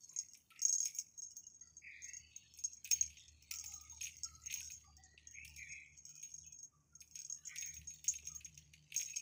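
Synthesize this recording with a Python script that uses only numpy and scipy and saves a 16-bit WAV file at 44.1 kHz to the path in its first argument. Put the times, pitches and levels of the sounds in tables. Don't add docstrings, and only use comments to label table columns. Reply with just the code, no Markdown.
import sys
import numpy as np
from scipy import signal
from scipy.fft import rfft, irfft
from scipy.io import wavfile
from scipy.ndimage import uniform_filter1d

SR = 44100
rng = np.random.default_rng(int(sys.argv[2]) if len(sys.argv) > 2 else 0)


def pcm_store(signal):
    levels = np.round(np.clip(np.atleast_2d(signal), -1, 1) * 32767)
    wavfile.write(sys.argv[1], SR, levels.astype(np.int16).T)


N = 406161
T = np.arange(N) / SR
SHELL_HZ, TOP_HZ = 6489, 15465


def amp(db):
    return 10 ** (np.asarray(db) / 20)


def evened(x):
    return x / np.sqrt(np.mean(x ** 2) + 1e-20)


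def add(mix, s, sound):
    part = mix[max(round(s * SR), 0):][:len(sound)]
    part += sound[:len(part)]


def columns(table):
    s, *cols = np.transpose(table)
    return [np.interp(T, s, c) for c in cols]


def resonate(x, hz, width):
    turn = np.exp(2j * np.pi * np.cumsum(hz * np.ones(len(x))) / SR)
    r = np.exp(-np.pi * width / SR)
    smooth = signal.lfilter([(1 - r) ** 2], [1, -2 * r, r * r], x / turn)
    return 2 * (turn * smooth).real


def band(x, lo_hz, hi_hz):
    sos = signal.butter(4, [lo_hz, hi_hz], "bandpass", fs=SR, output="sos")
    return signal.sosfilt(sos, x)


# multiple of the main mode, level in dB, share of the strike's ring time.
SHELL_MODES = [(1.005, -3.5, .62), (.997, -14, .62), (1.099, -27, .9), (1.189, -31, 0.3),
               (1.301, -36, 0.25)]
RING_BEND = 2.6
REST_DB, REST_T60 = -20, 0.2


def ring(hz, t60, size, spread_db=5.0):
    t = np.arange(size) / SR
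    start = rng.random(len(SHELL_MODES))
    place_db = spread_db * rng.standard_normal(len(SHELL_MODES))
    place_db[0] = 0
    rest = amp(REST_DB - 60 * t / REST_T60)
    modes = np.zeros(size)
    for (multiple, db, share), phase, more_db in zip(SHELL_MODES, start, place_db):
        held = amp(-60 * (t / (t60 * share)) ** RING_BEND)
        modes += amp(db + more_db) * (held + rest) * np.sin(2 * np.pi * (hz * multiple * t + phase))
    return modes * np.minimum(t / 0.00068, 1)


def click(parts, t60, upper_db, rise=0.0004, first_s=0.0035, lo_hz=1800):
    t = np.arange(6000) / SR
    burst = rng.standard_normal(len(t)) * amp(-60 * t / t60) * np.minimum(t / rise, 1)
    low, high = (evened(resonate(burst, hz + 0.069 * width * rng.standard_normal(), width))
                 for hz, width in parts)
    sound = band(low - amp(upper_db) * high, lo_hz, 21000)
    return sound / np.sqrt(np.mean(sound[t < first_s] ** 2))


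def bounced(sound, lag_s=0.0074, loss_db=-3.5, first_db=-7.5):
    out = np.concatenate([sound, np.zeros(6000)])
    lags = lag_s * np.cumsum(.4 + np.minimum(rng.exponential(size=3), 3))
    for k, lag in enumerate(lags):
        gain = amp(first_db + loss_db * k + 3.8 * rng.standard_normal())
        add(out, lag, gain * sound * rng.choice([-1, 1]))
    return out


SPARK_HZ = 16200
# centre in Hz, width in Hz.
TICK_PARTS = [(5650, 804), (7600, 1500)]
SPARKLE_PARTS = [(TOP_HZ, 220), (SPARK_HZ, 14000)]
# start in seconds, ring level in dB, ring time (t60) in seconds before each
# mode's share and the damping, tick level in dB, top sparkle level in dB.
PELLET_STRIKES = [(0.0223, -60, 0.045, -67, -88.5), (0.0917, -52, 0.11, -65, -81),
                  (0.162, -33.5, 0.051, -51, -76), (0.188, -28.5, 0.039, -45, -69),
                  (0.21, -41, 0.031, -59, -75), (0.2853, -51, 0.061, -60, -86),
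                  (0.3341, -51.5, 0.07, -54, -71), (0.5924, -50, 0.048, -52.5, -74),
                  (0.618, -34.5, 0.089, -40.5, -52), (0.628, -28.5, 0.04, -47, -53),
                  (0.6513, -18.5, 0.04, -39.5, -50.5), (0.6822, -44, 0.086, -35.5, -59),
                  (0.6938, -25.5, 0.066, -47, -57), (0.7262, -29, 0.084, -41, -58),
                  (.7305, -41, .03, -37, -62), (0.7337, -27.5, 0.052, -51, -64),
                  (0.7514, -31, 0.064, -46, -64), (0.7822, -31.5, 0.029, -47, -70),
                  (0.8031, -27, 0.046, -43.5, -55), (.829, -33, 0.034, -45, -58),
                  (0.836, -32.5, 0.06, -54, -61), (.8505, -46, .03, -46, -52),
                  (0.856, -27.5, 0.043, -39, -53), (0.948, -43.5, 0.14, -52, -57),
                  (0.9863, -30, 0.042, -41, -51), (.998, -37.5, 0.045, -42, -64),
                  (1.1777, -46, 0.065, -60, -73), (1.1897, -40, 0.061, -63, -72),
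                  (1.2201, -42.5, 0.23, -49.5, -70), (1.3079, -60, 0.024, -55.5, -71),
                  (1.3673, -43, 0.11, -49.5, -59.5), (1.4671, -44.5, 0.041, -62, -77),
                  (1.5444, -56, 0.099, -72, -91), (1.6102, -51, 0.1, -67, -95),
                  (1.6726, -55, 0.059, -69, -82), (1.7684, -44, 0.052, -65, -80),
                  (2.0208, -47, 0.083, -56, -77), (2.0428, -41.5, 0.091, -57.5, -69),
                  (2.082, -46.5, 0.07, -58, -71), (2.134, -40.5, 0.07, -55, -72),
                  (2.168, -40.5, 0.055, -54, -73), (2.3627, -40.5, 0.041, -57.5, -69),
                  (2.5384, -55, 0.2, -58, -67), (2.588, -46, 0.099, -54, -70),
                  (2.6389, -31, 0.069, -43.5, -63), (2.7327, -45, 0.041, -55, -72),
                  (2.8449, -44.5, 0.052, -47, -54), (2.913, -27.5, 0.078, -30, -36),
                  (2.9264, -28.5, 0.072, -53, -52), (3.0101, -24, 0.038, -41.5, -62),
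                  (3.0624, -44, 0.032, -52, -79), (3.1951, -58.5, 0.11, -58.5, -93),
                  (3.2809, -54.5, 0.072, -58, -91), (3.4241, -59, 0.039, -59.5, -67),
                  (3.512, -51, 0.041, -38.5, -47), (3.5384, -45, 0.035, -43, -58),
                  (3.5584, -44, 0.093, -47, -57), (3.5862, -41, 0.05, -46, -63),
                  (3.597, -41, .05, -46, -62), (3.611, -44, 0.045, -50, -70),
                  (3.6404, -52, 0.06, -48.5, -52), (3.647, -56, .04, -52, -60),
                  (3.6601, -44.5, 0.06, -53, -59), (3.678, -45.5, .07, -54, -62),
                  (3.7194, -58, 0.065, -66, -72), (3.7379, -45.5, 0.13, -53, -56),
                  (3.8123, -61, 0.07, -58, -60.5), (3.8975, -45, 0.087, -63, -71),
                  (3.9208, -43.5, 0.045, -69, -66), (4.0133, -39, 0.11, -48, -62),
                  (4.0394, -41, 0.2, -44.5, -55), (4.1679, -51.5, 0.096, -54.5, -67),
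                  (4.2335, -32.5, 0.045, -40, -66), (4.3515, -51, 0.06, -64, -103),
                  (4.4184, -59, 0.098, -64, -89), (4.4598, -38.5, 0.053, -51.5, -65),
                  (4.5107, -43, 0.12, -52, -58), (4.5401, -35, 0.028, -43.5, -44),
                  (4.573, -43, 0.065, -62, -65), (4.6299, -52, 0.035, -53, -75),
                  (4.645, -50, .05, -50.5, -75), (4.7067, -45, 0.29, -64, -56.5),
                  (4.7192, -43.5, 0.15, -54.5, -63.5), (4.9672, -55.5, .05, -60.5, -72),
                  (5.0365, -54, 0.069, -60.5, -91), (5.2714, -42, 0.029, -60, -79),
                  (5.3108, -49.5, 0.034, -64, -71), (5.3418, -49, 0.088, -68, -81),
                  (5.448, -50.5, 0.038, -58, -65), (5.4776, -60, 0.034, -53.5, -62),
                  (5.5624, -50, 0.21, -54, -62), (5.69, -53.5, 0.33, -64, -88),
                  (5.7209, -47.5, 0.064, -54.5, -81), (5.976, -52, 0.11, -60.5, -78),
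                  (6.0521, -45, 0.058, -52.5, -72), (6.0921, -50, 0.15, -56, -69),
                  (6.1539, -49, 0.088, -59, -66), (6.2277, -44, 0.12, -66, -62),
                  (6.3405, -39.5, 0.041, -64, -75), (6.3836, -47.5, 0.051, -61, -77),
                  (6.4647, -49.5, 0.081, -67, -69), (6.5233, -48.5, 0.23, -58.5, -74),
                  (6.5885, -49.5, 0.1, -61, -79), (6.6295, -44.5, 0.095, -58, -73.5),
                  (6.9522, -46.5, 0.037, -62, -76.5), (7.005, -51, 0.044, -54.5, -69),
                  (7.0756, -56, 0.04, -65, -93), (7.1115, -57, 0.19, -59, -72),
                  (7.1558, -39.5, 0.064, -48, -68), (7.1904, -39, 0.061, -52, -63),
                  (7.2175, -43, 0.023, -51, -69), (7.2483, -41, 0.036, -53, -80),
                  (7.299, -32.5, 0.034, -55, -72), (7.3238, -32, 0.035, -49.5, -70),
                  (7.3457, -36.5, 0.033, -57, -86), (7.4524, -46, 0.099, -57, -77),
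                  (7.4714, -38.5, 0.065, -50, -63), (7.5606, -48.5, 0.13, -49, -63),
                  (7.5834, -38.5, 0.065, -46, -66), (7.6101, -40.5, 0.36, -49, -54),
                  (7.6606, -41.5, 0.21, -47.5, -50.5), (7.741, -51, 0.07, -52.5, -59),
                  (7.7669, -41.5, 0.078, -64, -63), (7.8727, -40.5, 0.13, -56, -77),
                  (7.9377, -47.5, 0.041, -71, -65), (8.0421, -47.5, 0.05, -52.5, -53),
                  (8.08, -25, 0.082, -45, -65), (8.0842, -22, 0.041, -37, -51),
                  (8.1265, -52, 0.029, -55, -68), (8.1529, -41.5, 0.066, -62, -75),
                  (8.1668, -45, 0.041, -56, -73), (8.2533, -52, 0.065, -53, -71),
                  (8.2721, -40, 0.05, -47.5, -65), (8.284, -42, 0.041, -58, -70),
                  (8.317, -40, 0.021, -63, -76), (8.35, -40.5, 0.044, -58, -57),
                  (8.359, -41, 0.08, -60, -64), (8.4462, -39.5, 0.05, -54, -69),
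                  (8.5445, -56, 0.039, -62, -80), (8.5769, -42, 0.017, -56.5, -70),
                  (8.7354, -56.5, 0.061, -60, -80), (8.9434, -50, 0.06, -53, -61),
                  (8.963, -28, 0.033, -41, -47), (8.977, -29.5, 0.057, -43, -49),
                  (8.989, -32.5, 0.089, -48, -56), (9.011, -45, .05, -43, -52),
                  (9.0297, -40, 0.053, -47, -61), (9.0573, -42.5, 0.16, -53, -63),
                  (9.0983, -43, 0.055, -55, -62), (9.1602, -35, 0.027, -43, -62),
                  (9.168, -33, 0.034, -44.5, -64)]


def strikes(kept=0.26):
    shell, top = np.zeros(N), np.zeros(N)
    times = np.array([row[0] for row in PELLET_STRIKES])
    for s, ring_db, t60, tick_db, sparkle_db in PELLET_STRIKES:
        t = s + np.arange(8000) / SR
        later = np.searchsorted(times, t) - np.searchsorted(times, s, "right")
        damping = uniform_filter1d(kept ** np.maximum(later, 0), size=60)
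        hz = SHELL_HZ * (1 + 0.003 * rng.standard_normal())
        add(shell, s, amp(ring_db) * ring(hz, t60, len(t)) * damping)
        tick = click(TICK_PARTS, 0.004, -9.5, first_s=0.003, lo_hz=4800)
        add(shell, s, amp(tick_db) * bounced(tick, lag_s=0.0045, loss_db=-2.0))
        add(top, s, amp(sparkle_db) * click(SPARKLE_PARTS, 0.014, -2.7))
        top_hz = TOP_HZ * (1 + 0.0017 * rng.standard_normal())
        high = amp(-60 * (t - s) / 0.095) * np.sin(2 * np.pi * top_hz * t)
        add(top, s, amp(sparkle_db - 0.5) * high * damping)
    return shell, top


# start in seconds, peak level in dB before the decay.
LIP_BLOWS = [(.0914, -57), (.9624, -51), (3.5214, -50), (3.6651, -49), (3.7209, -52), (4.4199, -62),
             (4.7195, -55), (7.453, -50), (7.935, -64), (8.358, -61)]
LIP_HZ, LIP_T60 = 7125, 0.18


def lips():
    t, out = np.arange(8000) / SR, np.zeros(N)
    for s, db in LIP_BLOWS:
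        fade = amp(db - 60 * t / LIP_T60) * np.minimum(t / 0.0012, 1)
        add(out, s, fade * np.sin(2 * np.pi * LIP_HZ * t))
    return out


def after(times, levels_db, settle_db_per_s):
    jumps, fall = np.full(N, -200.), settle_db_per_s * T
    jumps[np.round(np.asarray(times) * SR).astype(int)] = levels_db
    sinking_db = np.maximum.accumulate(jumps + fall) - fall
    return uniform_filter1d(amp(sinking_db), size=200)


# time in seconds, base level in dB of the pellet's rolling,
# of the dragging on the pile and of the fine hiss.
MOTION = [(0.0, -57, -74, -80.5), (0.54, -84, -84.5, -83.5), (0.82, -49, -74, -73),
          (1.05, -73.5, -93.5, -88.5), (1.48, -62, -92.5, -91.5), (1.9, -78.5, -83, -87.5),
          (2.92, -62.5, -81, -88.5), (3.41, -77, -73, -87), (3.72, -57.5, -68, -90), (4.33, -72, -80, -82),
          (4.64, -50.5, -67, -74), (4.87, -73, -84.5, -88.5), (5.23, -75, -90, -100),
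          (5.57, -64.5, -77, -87.5), (5.98, -68.5, -83.5, -96), (6.23, -60, -74, -80.5),
          (6.46, -62, -97, -90.5), (6.69, -81, -103, -90.5), (7.62, -66, -77.5, -78.5),
          (8.21, -69, -77.5, -90.5), (8.85, -81, -77.5, -90), (9.21, -57, -75, -76)]
ROLL_AFTER_DB, ROLL_SETTLES_DB_PER_S = -32.5, 98.5


def rolling(per_s=260, spread_db=5.5, tick_db=-9.0, count=6):
    sizes = amp(spread_db * np.minimum(rng.exponential(1, N), 2.5))
    hits = sizes * (rng.random(N) < per_s / SR)
    place, rattle = rng.integers(0, count, N), np.zeros(N)
    for k in range(count):
        touch = ring(SHELL_HZ * (1 + .003 * rng.standard_normal()), 0.046, size=6000)
        touch = touch + amp(tick_db) * click(TICK_PARTS, 0.0044, -10.5, lo_hz=4700)
        rattle += signal.oaconvolve(hits * (place == k), touch)[:N]
    s, ring_db = np.transpose(PELLET_STRIKES)[:2]
    rolls_on = after(s, ring_db + ROLL_AFTER_DB, ROLL_SETTLES_DB_PER_S)
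    return (amp(columns(MOTION)[0]) + rolls_on) * evened(rattle)


# centre in Hz, width in Hz.
BODY_PARTS = [(2500, 540), (3700, 2700)]
CRACKLE_PARTS = [(9500, 3800), (13500, 1900)]
# start in seconds, knock peak in dB,
# knock decay time (t60) in seconds, crackle level in dB.
JOLTS = [(0.134, -68, 0.044, -66), (0.346, -58.5, 0.051, -71), (0.374, -84, 0.04, -63),
         (0.5028, -55, 0.12, -68), (0.559, -50.5, 0.036, -74), (0.855, -46, 0.047, -47.5),
         (0.879, -50.5, 0.048, -55), (.964, -67, .03, -56), (0.9816, -52, 0.04, -60),
         (2.5739, -64, 0.064, -59), (2.85, -45, 0.062, -59), (2.874, -47, 0.03, -54),
         (2.91, -32.5, 0.055, -44), (3.024, -46.5, 0.032, -62), (3.1004, -54.5, 0.26, -75),
         (3.1694, -50, 0.024, -89), (3.5094, -38.5, 0.048, -51), (3.5387, -46.5, 0.024, -66),
         (3.6404, -49, 0.024, -56), (3.7194, -54, 0.024, -62), (4.0087, -38.5, 0.015, -56),
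         (4.0279, -43.5, 0.1, -52.5), (4.054, -44, .02, -58), (4.067, -39.5, 0.03, -54),
         (4.08, -46, 0.01, -58), (4.4995, -40, 0.1, -69), (4.5262, -34.5, 0.016, -47.5),
         (4.558, -42, 0.021, -67), (4.604, -42.5, 0.016, -52), (4.7, -46.5, 0.046, -67),
         (5.1757, -45.5, 0.022, -92), (5.4495, -44, 0.035, -53.5), (5.564, -51.5, 0.022, -58.5),
         (6.2266, -52.5, 0.15, -63), (7.016, -54, 0.033, -59.5), (7.1505, -54.5, 0.26, -67),
         (7.558, -42, 0.048, -52.5), (7.6224, -40, 0.029, -58), (7.763, -52, 0.033, -66),
         (7.814, -51.5, 0.029, -69), (7.905, -51.5, 0.027, -64.5), (8.043, -47.5, 0.03, -57),
         (8.0678, -48.5, 0.043, -71), (8.1376, -44.5, 0.018, -54.5), (8.1852, -47, 0.016, -66),
         (8.2686, -49, 0.024, -57), (8.407, -50.5, 0.038, -68), (8.456, -52, 0.051, -66),
         (8.574, -49.5, 0.025, -70), (8.736, -48, 0.026, -66.5), (8.9208, -38, 0.017, -60),
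         (8.9447, -41, 0.062, -54), (8.995, -41, 0.06, -59), (9.011, -40, 0.038, -50),
         (9.084, -50, 0.1, -67), (9.133, -52, 0.034, -74), (9.1628, -43, 0.022, -56)]


def knocks():
    out = np.zeros(N)
    for s, knock_db, t60, crackle_db in JOLTS:
        body = click(BODY_PARTS, t60, -6.5, rise=0.0023)
        add(out, s, amp(knock_db) * body / abs(body).max())
        crackle = click(CRACKLE_PARTS, 0.33 * t60, -3.0, first_s=0.0021)
        add(out, s, amp(crackle_db) * bounced(crackle, lag_s=0.005, first_db=-13.5))
    return out


def streaked(x, patchy_db):
    z = signal.stft(x, nperseg=512)[2]
    patches = rng.standard_normal(z.shape[::-1]).T
    patches = uniform_filter1d(patches, size=3, axis=0)
    patches = evened(uniform_filter1d(patches, size=24, axis=1))
    return signal.istft(z * amp(patchy_db * patches), nperseg=512)[1][:N]


def whistle(start_hz, end_hz, width, length, rise, waver=.006):
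    u = np.arange(0, 2, 1 / (SR * min(length, .9)))
    hz = start_hz + (end_hz - start_hz) * np.minimum(u, 1)
    a, b, c = rng.standard_normal((3, 2 * SR))
    hz = hz * (1 + waver * evened(resonate(c, 0, 12))[-len(u):])
    sos = signal.butter(8, width / 2, fs=SR, output="sos")
    slow = signal.sosfilt(sos, a + 1j * b)[-len(u):]
    note = (slow * np.exp(2j * np.pi * np.cumsum(hz) / SR)).real
    return evened(note) * np.minimum(u * length / rise, 1) * np.exp(-1.5 * u ** 2)


# start in seconds, level in dB before flutter and streaks,
# start pitch in Hz, end pitch in Hz, bandwidth in Hz, glide length in seconds (held to 0.9).
SWISHES = [(1.815, -53.5, 2290, 2130, 730, 0.22), (2.03, -63, 2020, 2100, 340, 0.22),
           (2.05, -67, 2520, 2950, 130, 0.17), (2.2, -69.5, 2930, 2900, 150, 0.27),
           (2.17, -71.5, 2700, 2550, 220, 0.35), (1.9, -72, 3750, 3900, 1020, 0.2),
           (2.525, -74, 2600, 2650, 260, .2), (1.59, -75.5, 4650, 4680, 180, 0.25),
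           (1.796, -72.5, 5000, 4120, 300, 0.93), (2.3, -72.5, 3420, 3400, 820, 0.33),
           (3.17, -68, 3420, 3420, 420, 0.12), (4.44, -58, 2350, 2610, 1020, 0.15),
           (4.831, -76.5, 4960, 4500, 290, 0.35), (5.03, -74, 4650, 4320, 720, 0.15),
           (0.52, -65, 2180, 2623, 1040, 0.17), (5.333, -53, 2200, 2640, 510, 0.19),
           (5.569, -49, 2390, 2030, 530, 0.12), (5.663, -51.5, 2310, 2320, 496, 0.21),
           (7.463, -56.5, 2170, 2100, 590, .27), (7.43, -70.5, 2960, 3100, 750, 0.15)]


def swishes():
    out = np.zeros(N)
    for s, db, *shape in SWISHES:
        add(out, s, amp(db) * whistle(*shape, rise=0.047))
    flutter = amp(1.6 * evened(resonate(rng.standard_normal(N), 0, 150)))
    return band(streaked(out * flutter, 2.5), 1700, 4900)


DRAG_AFTER_DB, HISS_AFTER_DB, DRAG_SETTLES_DB_PER_S = -29.5, -26, 82.5
SCUFF_DB, SCUFF_AFTER_DB, SCUFF_SETTLES_DB_PER_S = -6.5, -25.5, 75.5


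def moving(grains_per_s=350, grain_db=5.0):
    _, drag_db, hiss_db = columns(MOTION)
    s, knock_db, _, crackle_db = np.transpose(JOLTS)
    scuff_gain = amp(drag_db + SCUFF_DB) + amp(SCUFF_AFTER_DB) * after(s, knock_db, SCUFF_SETTLES_DB_PER_S)
    rustle_gain = amp(drag_db) + amp(DRAG_AFTER_DB) * after(s, knock_db, DRAG_SETTLES_DB_PER_S)
    hiss_gain = amp(hiss_db) + amp(HISS_AFTER_DB) * after(s, crackle_db, DRAG_SETTLES_DB_PER_S)
    a, b, c = rng.standard_normal((3, N))
    sizes = amp(grain_db * np.minimum(rng.exponential(1, N), 4))
    grains = sizes * (rng.random(N) < grains_per_s / SR)
    bits = evened(uniform_filter1d(grains, size=60))
    rough = 0.84 + bits
    scuff = streaked(band(a * rough, 2080, 3120), 6.5)
    rustle = streaked(band(b * rough, 3200, 7500), 7.5)
    hiss = evened(streaked(band(c * (3.5 + bits), 4600, 17000), 1.1))
    hiss = hiss + amp(-5.5) * evened(resonate(a, TOP_HZ, 110))
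    return scuff_gain * evened(scuff) + rustle_gain * evened(rustle) + hiss_gain * evened(hiss)


# start in seconds, level of the puff in dB before the
# decay, decay time (t60) in seconds, hollow note in Hz.
THUDS = [(.12, -76.5, 0.079, 295), (2.913, -68, 0.14, 395), (5.139, -78, 0.053, 396),
         (8.225, -79, 0.095, 407), (8.995, -83, 0.22, 580)]


def thud():
    t, out = np.arange(8000) / SR, np.zeros(N)
    for s, db, t60, hz in THUDS:
        puff = rng.standard_normal(len(t))
        notes = amp(7.5) * evened(resonate(puff, hz, 100))
        notes += amp(-2.0) * evened(resonate(puff, 1.7 * hz, 150))
        fade = amp(db - 60 * t / t60) * np.minimum(t / 0.004, 1)
        add(out, s, fade * (evened(band(puff, 320, 1700)) + notes))
    return out


# start in seconds, level in dB before flutter, start pitch in Hz,
# glide length in seconds.
CHIRPS = [(.005, -76, 4540, .08), (0.097, -80, 1030, 0.096), (0.139, -77, 2530, 0.11),
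          (0.149, -79, 1984, 0.13), (0.296, -71, 2850, .03), (0.499, -74.5, 1350, 0.095),
          (.75, -81, 1975, .12), (0.795, -76, 2530, .09), (.94, -70, 2350, .07), (1.298, -79, 3030, 0.04),
          (1.417, -81, 2840, 0.082), (1.605, -82.5, 1950, 0.1), (1.609, -85, 1374, 0.098),
          (2.432, -72.5, 1830, 0.032), (2.829, -76, 1625, 0.073), (3.496, -79, 972, 0.082),
          (3.504, -71.5, 1310, 0.19), (3.624, -69.5, 873, 0.06), (3.692, -79, 813, 0.13),
          (3.722, -72.5, 1268, 0.21), (3.835, -74.5, 2220, 0.1), (3.915, -68.5, 902, 0.057),
          (4.241, -69, 1340, 0.29), (4.41, -68, 2030, 0.046), (4.519, -75, 967, 0.097),
          (4.602, -76, 1530, 0.12), (4.831, -73, 1222, 0.11), (4.855, -74.5, 787, 0.064),
          (4.964, -74.5, 1902, 0.67), (4.97, -73, 774, .11), (5.476, -80, 880, 0.11),
          (6.072, -75, 1400, 0.087), (6.102, -73.5, 2500, 0.18), (6.047, -78.5, 3060, .15),
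          (6.42, -85.5, 3430, 0.14), (6.432, -80.5, 3050, 0.087), (6.442, -76.5, 2550, .12),
          (6.714, -76.5, 1208, 0.13), (6.907, -80.5, 1376, 0.084), (7.165, -81.5, 1524, 0.093),
          (7.283, -82.5, 1185, 0.18), (7.32, -81, 1775, 0.15), (7.419, -80.5, 1487, 0.34),
          (7.497, -80.5, 1280, 0.06), (8.29, -71.5, 1253, .11), (8.391, -78, 1590, 0.043)]


def chirps(waver=.014, flutter_db=4.0):
    out = np.zeros(N)
    for s, db, hz, length in CHIRPS:
        add(out, s, amp(db) * whistle(hz, .98 * hz, 55 + 0.039 * hz, length, 0.022, waver))
    return out * amp(flutter_db * evened(resonate(rng.standard_normal(N), 0, 20)))


# multiple of the low tone, level in dB.
OVERTONES = [(1.5, -11.5), (2.5, -21.5), (3, -25.5), (4, -25.5)]
# time in seconds, level in dB of the low tone with its lines and
# rumble, level in dB of its octave.
HUM = [(0.0, -91, -98), (0.05, -94, -90.5), (1.82, -81, -85.5), (2.18, -72, -92), (2.84, -81.5, -100),
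       (3.0, -61.5, -75), (3.23, -70, -95), (4.82, -66, -77.5), (5.1, -74, -92), (5.46, -64.5, -78.5),
       (6.21, -83.5, -77.5), (6.41, -70.5, -76.5), (6.69, -84, -78.5), (7.62, -74, -80.5),
       (7.8, -64, -63.5), (7.95, -73.5, -78.5), (8.47, -67.5, -65.5), (9.21, -81.5, -80)]
HUM_HZ = 75.1


def hum():
    low_db, octave_db = columns(HUM)
    a, b, c, d, e = rng.standard_normal((5, N))
    lumps = amp(2.0 * evened(resonate(e, 0, 9.0)))
    low = np.sqrt(2) * np.sin(2 * np.pi * HUM_HZ * T) + .55 * evened(resonate(a, HUM_HZ, 9.5))
    lines = sum(amp(db) * evened(resonate(b, k * HUM_HZ, 11.0)) for k, db in OVERTONES)
    rumble = amp(-8.5) * evened(resonate(d, 110, 60)) * lumps
    octave = evened(resonate(c, 2 * HUM_HZ, 11) * np.sqrt(lumps))
    return amp(low_db) * evened((low + lines) * np.sqrt(lumps) + rumble) + amp(octave_db) * octave


# frequency in Hz, relative density in dB.
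AIR_COLOUR = [(15, -41), (25, -21), (80, 0.5), (288, -7.5), (457, -17.5), (1730, -24.5), (2530, -23),
              (4020, -37), (6550, -10.5), (9330, -39.5), (15200, -37.5), (16500, -32)]
AIR_DB = -79


def air():
    hz, db = np.transpose(AIR_COLOUR)
    shape_db = np.interp(np.log(np.fft.rfftfreq(N, 1 / SR) + 1), np.log(hz + 1), db)
    return amp(AIR_DB) * evened(irfft(rfft(rng.standard_normal(N)) * amp(shape_db), N))


def room(x, t60):
    taps = np.zeros(SR // 2)
    at = np.arange(150, len(taps) - 20, 20)
    at = at + rng.integers(0, 20, len(at))
    taps[at] = rng.choice([-1., 1.], len(at)) * amp(-60 * at / SR / t60)
    return signal.oaconvolve(x, taps / np.linalg.norm(taps))[:N]


def scene():
    shell, top = strikes()
    shell = shell + rolling() + lips()
    body = top + knocks()
    tails = amp(-11.5) * room(shell, 0.15) + amp(-7.0) * room(body, 0.16)
    return (shell + body + tails + moving() + swishes() + chirps() + thud() + hum() + air())[None]


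# frequency in Hz, most lowering in dB.
GATE_DEPTH = [(1200, 1), (2200, 4), (4000, 5), (8000, 3.5), (16000, 9.5)]


def suppress(x, margin_db=5.5, hold=0.882):
    hz, _, z = signal.stft(x, SR, nperseg=512, noverlap=384)
    power = uniform_filter1d(abs(z) ** 2, size=3, axis=0)
    power = uniform_filter1d(power, size=5, axis=1)
    held = np.maximum(power, signal.lfilter([1 - hold], [1, -hold], power, axis=1))
    quiet = np.percentile(held, 15, axis=1)[:, None]
    over_db = 10 * np.log10(held / quiet)
    depth_db = np.interp(hz, *np.transpose(GATE_DEPTH))[:, None]
    shut = np.clip(1.5 - over_db / margin_db, 0, 1)
    return signal.istft(z * amp(-depth_db * shut), SR, nperseg=512, noverlap=384)[1][:N]


SHELF_HZ, EDGE_HZ = 15570, 16700


def lowpass(x, hz):
    taps = signal.firwin(1023, hz, window=("kaiser", 8), fs=SR)
    return signal.oaconvolve(x, taps[None], "same")


def record(dry):
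    x = suppress(dry[0])[None]
    below, whole = lowpass(x, SHELF_HZ), lowpass(x, EDGE_HZ)
    return below + amp(-18.0) * (whole - below)


dry = scene()
out = record(dry)
pcm_store(out)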